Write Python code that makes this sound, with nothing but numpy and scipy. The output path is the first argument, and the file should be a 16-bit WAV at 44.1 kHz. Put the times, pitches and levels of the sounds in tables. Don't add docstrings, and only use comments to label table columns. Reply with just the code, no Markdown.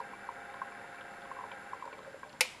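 import sys
import numpy as np
from scipy import signal
from scipy.fft import rfft, irfft, next_fast_len
from scipy.io import wavfile
from scipy.ndimage import map_coordinates

SR = 44100
rng = np.random.default_rng(int(sys.argv[2]) if len(sys.argv) > 2 else 0)


def how_loud(loudness_db):
    steps = np.asarray(loudness_db, float) / 20
    return 10 ** steps


def store_wav(level_fs):
    pcm = np.round(np.clip(np.atleast_2d(level_fs), -1, 1) * 32767)
    wavfile.write(sys.argv[1], SR, pcm.T.astype(np.int16))


N = 114660

OFF_S, OFF_FADE_S = 1.75, 0.012
BUZZ_HZ = 100.47

# f/Hz, bandwidth/Hz, level/dB
HOUSING = [(442.8, 13.5, -3.5), (541.3, 24.2, -0.5), (598, 8.6, -10.5), (796.6, 30, 2), (942, 31, -3),
           (1013, 37, -4), (1070, 38, -3.5), (1304, 87, -5), (1480, 40, -3), (1580, 46, -1),
           (2038, 330, -5.5), (2320, 27.6, 2), (2654, 102, -5.5), (3660, 40, -3.5)]


def unit(x):
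    return x / np.sqrt(np.mean(x ** 2) + 1e-20)


def along(points, hz):
    f, v = np.transpose(points)
    return np.interp(np.log(hz + 1), np.log(f + 1), v)


def wobble(rate):
    knots = rng.standard_normal(int(N * rate / SR) + 4)
    return map_coordinates(knots, [np.arange(N) * rate / SR])


def filtered(x, response):
    m = next_fast_len(len(x) + SR // 2)
    return irfft(rfft(x, m) * response(np.fft.rfftfreq(m, 1 / SR)), m)[:len(x)]


def shaped(x, points):
    return filtered(x, lambda f: how_loud(along(points, f)))


def resonances(table):
    def response(f):
        total = 0
        for k, (centre, width, db) in enumerate(table):
            mode = 1j * f * width / (centre ** 2 - f ** 2 + 1j * f * width)
            total = total + (-1) ** k * how_loud(db) * mode
        return total
    return response


def add(track, s, sound):
    part = track[max(round(s * SR), 0):][:len(sound)]
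    part += sound[:len(part)]


def hum(t, power):
    # order of the buzz rate, level/dB
    coil = [(.5, -92), (1, -87), (2, -73.5), (3.5, -76), (4, -71), (6, -98), (7, -63), (8, -63.5)]
    # f/Hz, level/dB
    rotor_lines = [(820, -65), (1398.8, -77), (1414.7, -66)]
    lines = [(order * BUZZ_HZ, db) for order, db in coil] + rotor_lines
    total = np.zeros(N)
    for hz, db in lines:
        level = how_loud(db + 4.5 + 2.2 * wobble(5.45))
        total += level * np.sin(2 * np.pi * (hz * t + rng.random()))
    return power * total


def electrics(t, power):
    # f/Hz, bandwidth/Hz, level/dB
    spark = [(10450, 640, -1), (10950, 520, 0), (14350, 300, -15), (7230, 300, -13)]
    # f/Hz, bandwidth/Hz, level/dB
    spark_late = [(10000, 400, -1), (10900, 400, -2), (8000, 400, -8)]
    whine_hz, whine_width_hz = 7242, 180

    beats = np.arange(0.0033, N / SR, 1 / BUZZ_HZ)
    size, late = rng.standard_normal((len(beats), 2)).T
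    places = np.round((beats + 0.00006 * late) * SR).astype(int)
    pulses = np.bincount(np.clip(places, 0, N - 1), how_loud(0.9 * size), N)

    def rung(body):
        ring = resonances(body)
        return unit(filtered(pulses, lambda f: ring(f) * np.abs(ring(f)) ** 0.5 * (f > 5000)))

    shift = np.clip((t - OFF_S) / 0.4, 0, 1)
    fizz = (1 - shift) * rung(spark) + shift * rung(spark_late)

    tone = np.sqrt(2) * np.sin(2 * np.pi * whine_hz * t + 1.2 * wobble(250))
    band = resonances([(whine_hz, whine_width_hz, 0)])
    fuzz = unit(filtered(rng.standard_normal(N), lambda f: band(f) ** 2))
    whine = unit(0.6 * tone + 0.4 * fuzz)
    return how_loud(-72 - 5 * (1 - power)) * fizz + how_loud(-73.5) * whine


def rotor(t):
    # f/Hz, level/dB
    rumble = [(300, -12.5), (540, 1.5), (800, -1.5), (1000, -6), (1500, 3), (2300, -7.5), (4000, -17)]
    rattles_per_s, spread_db = 400, 3
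    hits = rng.random(N) < rattles_per_s / SR
    strength = how_loud(spread_db * rng.standard_normal(N).clip(-2, 2))
    rattle = hits * strength * np.sign(rng.standard_normal(N))
    drive = shaped(rng.standard_normal(N) + how_loud(-1) * unit(rattle), rumble)
    coast_db = np.clip(-15.5 * (t - OFF_S), -14, 0)
    return how_loud(-51 + coast_db + 0.19 * wobble(9.4)) * unit(filtered(drive, resonances(HOUSING)))


def blows(table, octaves):
    contact_s = 0.002404
    out, t = np.zeros(N), np.arange(SR // 8) / SR
    hz, width, level = np.transpose(HOUSING)[:, :, None]
    modes = np.sin(2 * np.pi * hz * (t - contact_s)) * np.exp(-np.pi * width * t)
    rise = 1 - np.exp(-1.9 * t / contact_s)
    low_share = 0.06 / (1 + (hz / 1500) ** 4)
    for s, db, pitch in table:
        chance = rng.standard_normal((len(hz), 1))
        near = np.exp(-(np.log2(hz / pitch) / octaves) ** 2)
        share = how_loud(level + 2.2 * chance) * (low_share + near)
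        ring = (share * modes).sum(0) * rise
        add(out, s - contact_s / 2, how_loud(db) * ring / np.abs(ring).max())
    return out


def loose_parts():
    # t/s, peak level/dB, f/Hz
    knocks = [(0.003, -29, 954), (0.135, -37, 1020), (0.29, -28.5, 982), (0.542, -39, 1070),
              (0.565, -44, 1090), (0.618, -28, 1094), (0.722, -42, 1140), (0.844, -42, 942),
              (0.943, -44.5, 1110), (1.256, -42.5, 1070), (1.315, -32, 1070), (1.368, -39, 1070),
              (1.389, -34.5, 1050), (1.396, -35.5, 1060), (1.41, -37, 1010), (1.439, -32.5, 990),
              (1.516, -42, 945), (1.733, -29.5, 1060), (1.798, -48, 1090), (1.825, -33, 1070),
              (1.842, -37.5, 980), (1.854, -39, 960), (1.877, -36, 970), (1.93, -42.5, 1070),
              (1.991, -42, 1070), (2.232, -37.5, 1045), (2.339, -46.5, 896), (2.547, -48.5, 930)]
    # t/s, peak level/dB, f/Hz
    thuds = [(0.628, -58, 540), (1.448, -44.5, 550), (1.862, -43.5, 533), (1.928, -45.5, 480),
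             (1.984, -46.5, 520), (2.065, -44.5, 654), (2.076, -41, 532), (2.144, -39.5, 586),
             (2.164, -51.5, 493), (0.012, -45.5, 545), (2.259, -44, 630), (2.287, -52.5, 550),
             (2.005, -47, 530), (2.03, -49, 530), (1.94, -45.5, 526), (2.11, -52, 547), (2.345, -50, 560)]
    # t/s, peak level/dB, f/Hz
    pings = [(0.1381, -47.5, 2310), (0.7213, -50.5, 2300), (0.9847, -50, 2310), (1.0171, -59, 2320),
             (1.5189, -44.5, 2320), (1.9344, -51, 2310)]
    # t/s, peak level/dB, f/Hz
    clacks = [(.617, -36, 1510), (1.013, -39.5, 1520), (2.048, -41.5, 1660), (2.232, -40, 1660),
              (2.25, -46, 890), (2.236, -55, 2300), (2.452, -41.5, 980)]
    narrow, broad = 0.12, 0.28
    return blows(knocks, narrow) + blows(thuds, broad) + blows(pings, narrow) + blows(clacks, narrow)


def grit():
    # t/s, level/dB, f/Hz
    specks = [(.002, -51.5, 4230), (.539, -49, 3440), (.631, -59, 11000), (.956, -56, 3700),
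              (1.009, -43.5, 2920), (1.219, -49, 3600), (1.25, -46, 2700), (1.514, -43, 3100),
              (1.516, -49, 2600), (1.528, -55, 3700), (1.825, -55, 3300), (1.854, -55, 7500),
              (2.076, -57, 8000), (1.854, -55, 4000), (1.927, -51, 3600), (1.928, -41, 2260),
              (1.988, -51, 3470), (2.027, -52, 3380), (2.034, -58, 3670), (2.232, -49, 1900),
              (2.293, -50, 3900), (2.298, -48, 2800), (2.327, -54, 5000), (2.328, -53, 3400),
              (2.391, -61, 5600),
              (.291, -51, 1500), (.618, -42, 1600), (1.316, -44, 1600), (1.734, -43, 1700), (.5, -45, 1800),
              (.75, -40, 1900), (2.068, -43, 850), (2.255, -50, 800)]
    octaves, t60_s = 0.36, 0.024
    out, t = np.zeros(N), np.arange(SR // 16) / SR
    for s, db, pitch in specks:
        noise = rng.standard_normal(len(t))
        burst = unit(filtered(noise, lambda f: np.exp(-(np.log2((f + 1) / pitch) / octaves) ** 2)))
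        rise = 1 - np.exp(-t / 0.0012)
        add(out, s, how_loud(db - 2 - 60 * t / t60_s) * rise * burst)
    return out


def switch():
    # t/s, peak level/dB, brightness f/Hz
    snap = [
        (2.4078, -8.5, 16000),
        (2.4098, -17, 6000),
        (2.4132, -23, 6000),
        (2.4225, -21, 3500),
        (2.4495, -35, 10000),
        (2.4545, -30, 5000),
    ]
    # f/Hz, level/dB, decay t60/s
    switch_modes = [(508, -8, .13), (850, -7, .055), (1310, -15, .05), (1475, -14, .06), (1950, -5, .05),
                    (2210, -1, .07), (2400, -4, .09), (2605, -3, .06), (2950, -14, .11), (3889, -5, .045),
                    (4498, -9, .035), (5320, -8, .035), (2120, 1, .016), (10300, 0, .014)]
    # f/Hz, level/dB
    crack_colour = [(400, -30), (700, -18), (1650, -22), (2300, 0), (3100, -13), (4200, -6), (8000, -11),
                    (11500, -5)]
    # f/Hz, level/dB
    echo = [(300, -31), (600, -1.5), (1500, -11.5), (2400, 0), (3200, -5.5), (4500, -8), (8000, -11),
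            (11000, -18.5)]
    modes, cracks, t = np.zeros(N), np.zeros(N), np.arange(SR // 5) / SR
    for s, db, top_hz in snap:
        ring = np.zeros(len(t))
        for hz, level, t60 in switch_modes:
            decay = how_loud(level - 60 * t / t60) / (1 + (hz / top_hz) ** 4)
            roughness = 0.45 * wobble(106)[:len(t)]
            ring += decay * np.sin(2 * np.pi * hz * t + roughness)
        noise = unit(shaped(rng.standard_normal(len(t)), crack_colour))
        noise = filtered(noise, lambda f: 1 / (1 + (f / top_hz) ** 4))
        rise = how_loud(db) * (1 - np.exp(-t / 0.0003))
        crack = how_loud(-6.5 - 60 * t / 0.032)
        rustle = how_loud(-19.5 - 60 * t / 0.11)
        add(modes, s, rise * how_loud(-15) * ring)
        add(cracks, s, rise * noise * (crack + rustle))

    def thin(f):
        x = f / 405
        return ((1j * x) ** 2 / (1 + 1j * x * np.sqrt(2) - x ** 2)) ** 2

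    impulse = 1.0 * (np.arange(N) == round(snap[0][0] * SR))
    return filtered(modes, thin), filtered(cracks, thin), shaped(impulse, echo)


def lab(x):
    # f/Hz, t60/s
    decay_times = [(300, 0.12), (2500, 0.59), (7000, 0.45), (11000, 0.63), (14000, 0.33)]
    hz, t, z = signal.stft(rng.standard_normal(SR // 2), SR, nperseg=256)
    decay = how_loud(-60 * t / along(decay_times, hz)[:, None])
    tail = signal.istft(z * decay, SR, nperseg=256)[1]
    delayed = np.pad(x, (250, 0))
    return signal.fftconvolve(delayed, tail / np.linalg.norm(tail))[:N]


def room_air():
    # f/Hz, level/dB
    air_colour = [(25, -9.5), (100, -1.5), (250, 2), (500, -2), (1000, -1), (2200, -9), (7000, -20),
                  (15000, -21)]
    return how_loud(-57) * unit(shaped(rng.standard_normal(N), air_colour))


def notched(x):
    # f/Hz, bandwidth/Hz, depth (0-1)
    notches = [(5780, 200, .75), (6900, 70, .7)]
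    return filtered(x, lambda f: np.prod([1 - d * np.exp(-((f - c) / w) ** 2) for c, w, d in notches], axis=0))


def scene():
    t = np.arange(N) / SR
    power = 1 / (1 + np.exp(np.clip((t - OFF_S) / OFF_FADE_S, -50, 50)))
    machine = hum(t, power) + electrics(t, power)
    plate = loose_parts() + grit()
    ring, crack, bang = switch()
    wet = lab(how_loud(2) * bang + how_loud(-24) * ring + how_loud(-19.5) * plate)
    noise = notched(rotor(t) + room_air())
    return (machine + plate + ring + crack + wet + noise)[None]


def low_pass(x):
    return signal.sosfilt(signal.butter(12, 15860, fs=SR, output="sos"), x)


def record(dry):
    # f/Hz, level/dB
    mic = [(4800, 1), (6600, 0), (9600, -3.5), (11000, -2), (12300, -10.5), (14950, -14), (15150, -42),
           (16500, -38)]
    mix = shaped(dry[0], mic)[None]
    return low_pass(mix)


dry = scene()
out = record(dry)
store_wav(out)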